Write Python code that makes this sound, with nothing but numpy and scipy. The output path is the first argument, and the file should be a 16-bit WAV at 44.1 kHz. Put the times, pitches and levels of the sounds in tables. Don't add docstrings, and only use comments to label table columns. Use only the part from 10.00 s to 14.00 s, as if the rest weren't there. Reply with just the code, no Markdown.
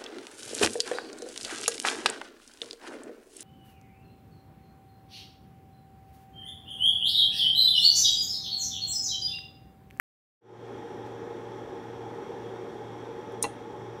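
import sys
import numpy as np
from scipy import signal
from scipy.io import wavfile
from scipy.ndimage import uniform_filter1d

SR = 44100
rng = np.random.default_rng(int(sys.argv[2]) if len(sys.argv) > 2 else 0)


def transcribe(signal):
    frames = np.atleast_2d(signal).T
    limited = np.clip(frames, -1, 1)
    pcm = np.round(limited * 32767).astype(np.int16)
    wavfile.write(sys.argv[1], SR, pcm)


def volts_from_db(level):
    exponent = np.asarray(level, float) / 20
    return 10 ** exponent


N = 176400

# start_s, rise_s, fall_t60_s, level_db
SNAPS = [
    (3.4212, .0004, .015, -43),
    (3.4251, .0015, .018, -16),
]
# pitch_hz, level_db, t60_s
LEVER_RING = [(5300, -15, 0.021), (6240, -15, 0.011), (6700, -16.5, 0.027), (7100, -11, 0.0069),
              (7670, -14.5, 0.015), (8060, -13, .008), (8670, -8, 0.0067), (9380, -11, 0.016),
              (9800, -6, 0.0074), (11200, -10, 0.0075), (11900, -17, 0.007), (14200, -23, 0.0045),
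              (15300, -25, .004)]
# start_s, rise_s, fall_t60_s, level_db
BOUNCES = [
    (3.4262, 0.0011, .022, -21),
    (3.4325, .0005, .02, -29),
    (3.4398, .0003, 0.073, -37.5),
]
# pitch_hz, level_db, t60_s
CONTACT_RING = [(3580, -15.5, 0.0082), (4500, -7.5, 0.0036), (5600, -1.5, 0.0029), (6600, 0, 0.0054),
                (7850, -7, 0.0023), (9300, 1, 0.0039), (10400, -12.5, 0.0044), (12200, -22, .004)]
# start_s, rise_s, fall_t60_s, level_db
BLOWS = [
    (3.4355, 0.0014, 0.032, -28),
    (3.4398, 0.0014, 0.037, -24),
    (3.449, 0.0012, 0.022, -30),
]
# pitch_hz, level_db, t60_s
PANEL_RING = [(277, -6.5, 0.027), (480, -7, 0.067), (812, -1, 0.053), (1055, 0, 0.016), (1530, -7.5, 0.015),
              (1980, -9.5, 0.061), (2280, -8, .03), (2725, -5.5, 0.029), (3300, -8.5, 0.0084),
              (4135, -7, .03)]
# start_s, rise_s, fall_t60_s, level_db
TOUCHES = [
    (3.3195, .001, .055, -61.5),
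    (1.4766, .001, .03, -69),
]
# pitch_hz, level_db, t60_s
NAIL_RING = [(6000, 0, .002), (8000, -3, .002), (10000, -2, .002), (12000, -5, .002)]
# start_s, rise_s, pitch_hz, t60_s, level_db
SPRING_NOTE = (3.4252, .002, 9035, .022, -14)
# time_s, pitch_hz, level_db
KNOCKS = [
    (3.4564, 500, -34),
    (3.4671, 497, -26),
]
# pitch_hz, t60_s
ROOM_DECAY = [(500, .2), (3000, 0.15), (7000, 0.19), (9400, .23), (12000, 0.11), (15000, .07)]
# centre_s, length_s, pitch_hz, level_db
RUSTLES = [
    (1.07, 0.021, 2500, -59),
    (2.75, 0.16, 9000, -75),
]
# pitch_hz, level_db (per Hz)
AIR_COLOUR = [(20, -35), (90, -11), (190, -6.5), (310, -2), (650, -12), (1900, -23.5), (4200, -35),
              (8500, -45.5), (16000, -55)]
# pitch_hz, width_hz, lift_db
HOUSING = [(377.2, 49.5, 11.5), (413.3, 17, 2.5), (465.4, 63, 14.5), (720, 40, 5), (840, 159, 13),
           (1005, 120, 6), (1296, 450, 2.5), (1710, 330, 5.5), (2050, 59, -7.5), (2130, 140, 6),
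           (3363, 430, 8.5), (3680, 134, 6.5), (5720, 830, 9), (7140, 1600, 3)]
# multiple of its turning rate, level_db
FIRST_MOTOR = [(1, -52), (2, -68.5), (4, -50), (5, -57), (10, -75.5), (11, -65.5), (12, -68)]
# multiple of its turning rate, level_db
SECOND_MOTOR = [(1, -59), (5, -71)]


def evened(x):
    return x / np.sqrt(np.mean(x ** 2) + 1e-20)


def read(points, hz):
    f, value = np.transpose(points)
    return np.interp(np.log(hz + 1), np.log(f + 1), value)


def drift(t, low_hz, high_hz):
    rates_hz = np.geomspace(low_hz, high_hz, num=20)
    return evened(sum(np.sin(2 * np.pi * (f * t + rng.random())) / np.sqrt(f) for f in rates_hz))


def struck(hits, modes):
    t, ring_t = np.arange(N) / SR, np.arange(4096) / SR
    ring = np.zeros(4096)
    for k, (hz, db, t60) in enumerate(modes):
        ring += (-1) ** k * volts_from_db(db - 60 * ring_t / t60) * np.sin(2 * np.pi * hz * ring_t)
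    grain_db = 0.99 * rng.exponential(1, N).clip(0, 4)
    grit = evened(rng.standard_normal(N) * volts_from_db(grain_db))
    shape = np.zeros(N)
    for start, rise, t60, db in hits:
        fall = volts_from_db(db - 60 * (t - start).clip(0) / t60)
        shape += fall * ((t - start) / rise).clip(0, 1)
    return signal.oaconvolve(grit * shape, ring / np.linalg.norm(ring))[:N]


def knocks():
    t, out = np.arange(N) / SR, np.zeros(N)
    push_s = .0009
    for time, hz, db in KNOCKS:
        push = np.exp(-((t - time) / push_s) ** 2)
        out -= volts_from_db(db) * push * np.cos(2 * np.pi * hz * (t - time))
    return out


def switch():
    lever = struck(SNAPS, LEVER_RING)
    panel = struck(BLOWS, PANEL_RING)
    fingertip = struck(TOUCHES, NAIL_RING)
    contacts = struck(BOUNCES, CONTACT_RING)
    return lever + panel + fingertip + contacts + knocks()


def spring():
    start, rise, hz, t60, db = SPRING_NOTE
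    t = (np.arange(N) / SR - start).clip(0)
    return volts_from_db(db - 60 * t / t60) * (t / rise).clip(0, 1) * np.sin(2 * np.pi * hz * t)


def room(x):
    level_db, gap_s = -16, .006
    hz, t, z = signal.stft(rng.standard_normal(SR // 2), SR, nperseg=256)
    decay = volts_from_db(-60 * t / read(ROOM_DECAY, hz)[:, None])
    tail = signal.istft(z * decay, SR, nperseg=256)[1]
    tail = np.r_[np.zeros(round(gap_s * SR)), tail / np.linalg.norm(tail)]
    return volts_from_db(level_db) * signal.fftconvolve(x, tail)[:N]


def rustles():
    t, out = np.arange(N) / SR, np.zeros(N)
    for centre, length, hz, db in RUSTLES:
        band = signal.butter(1, [.5 * hz, 0.92 * hz], "band", fs=SR)
        cloth = evened(signal.lfilter(*band, rng.standard_normal(N)))
        out += volts_from_db(db) * np.exp(-(2 * (t - centre) / length) ** 2) * cloth
    return out


def airflow():
    level_db, ripple_db, patch_db, swell_db = -40.5, 1.0, .7, .45
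    frames, hz = N // 512 + 5, np.fft.rfftfreq(2048, 1 / SR)
    a, b, patches = rng.standard_normal((frames, 1025, 3)).T
    patches = uniform_filter1d(patches, size=16, axis=0)
    patches = evened(uniform_filter1d(patches, size=8, axis=1))
    ripple = evened(uniform_filter1d(rng.standard_normal(1025), size=3))
    colour_db = read(AIR_COLOUR, hz) + ripple_db * ripple
    for f, width, lift_db in HOUSING:
        colour_db = colour_db + lift_db * np.exp(-(2 * (hz - f) / width) ** 2)
    swell = drift(np.arange(frames) * 512 / SR, .3, 12)
    z = (a + 1j * b) * volts_from_db(colour_db[:, None] + patch_db * patches + swell_db * swell)
    air = signal.istft(z, nperseg=2048, noverlap=1536)[1][:N]
    return volts_from_db(level_db) * evened(air)


def motor(t, turn_hz, tones):
    out, waver_db = np.zeros(N), 1.0
    for k, db in tones:
        k = round(k)
        waver = np.interp(t, t[::256], drift(t[::256], 0.85, 5.6))
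        level = np.sqrt(2) * volts_from_db(db + waver_db * waver)
        out += level * np.sin(2 * np.pi * k * turn_hz * t + (k - 1) ** 2)
    return out


def motors():
    t = np.arange(N) / SR - 2.25
    return motor(t, 115.24, FIRST_MOTOR) - motor(t, 117.4, SECOND_MOTOR)


def scene():
    click = switch()
    fans = airflow() + motors()
    return (click + room(click) + spring() + rustles() + fans)[None]


def top_cut(x):
    return signal.sosfilt(signal.butter(12, 16170, fs=SR, output="sos"), x)


def record(dry):
    fade_start_s, fade_s, fade_bend, edge_hz = .41, 0.33, 0.99, 15800
    fade = ((np.arange(N) / SR - fade_start_s) / fade_s).clip(0, 1) ** fade_bend
    limited = signal.oaconvolve(dry, signal.firwin(255, edge_hz, fs=SR)[None], "same")
    return top_cut(limited * fade)


dry = scene()
out = record(dry)
transcribe(out)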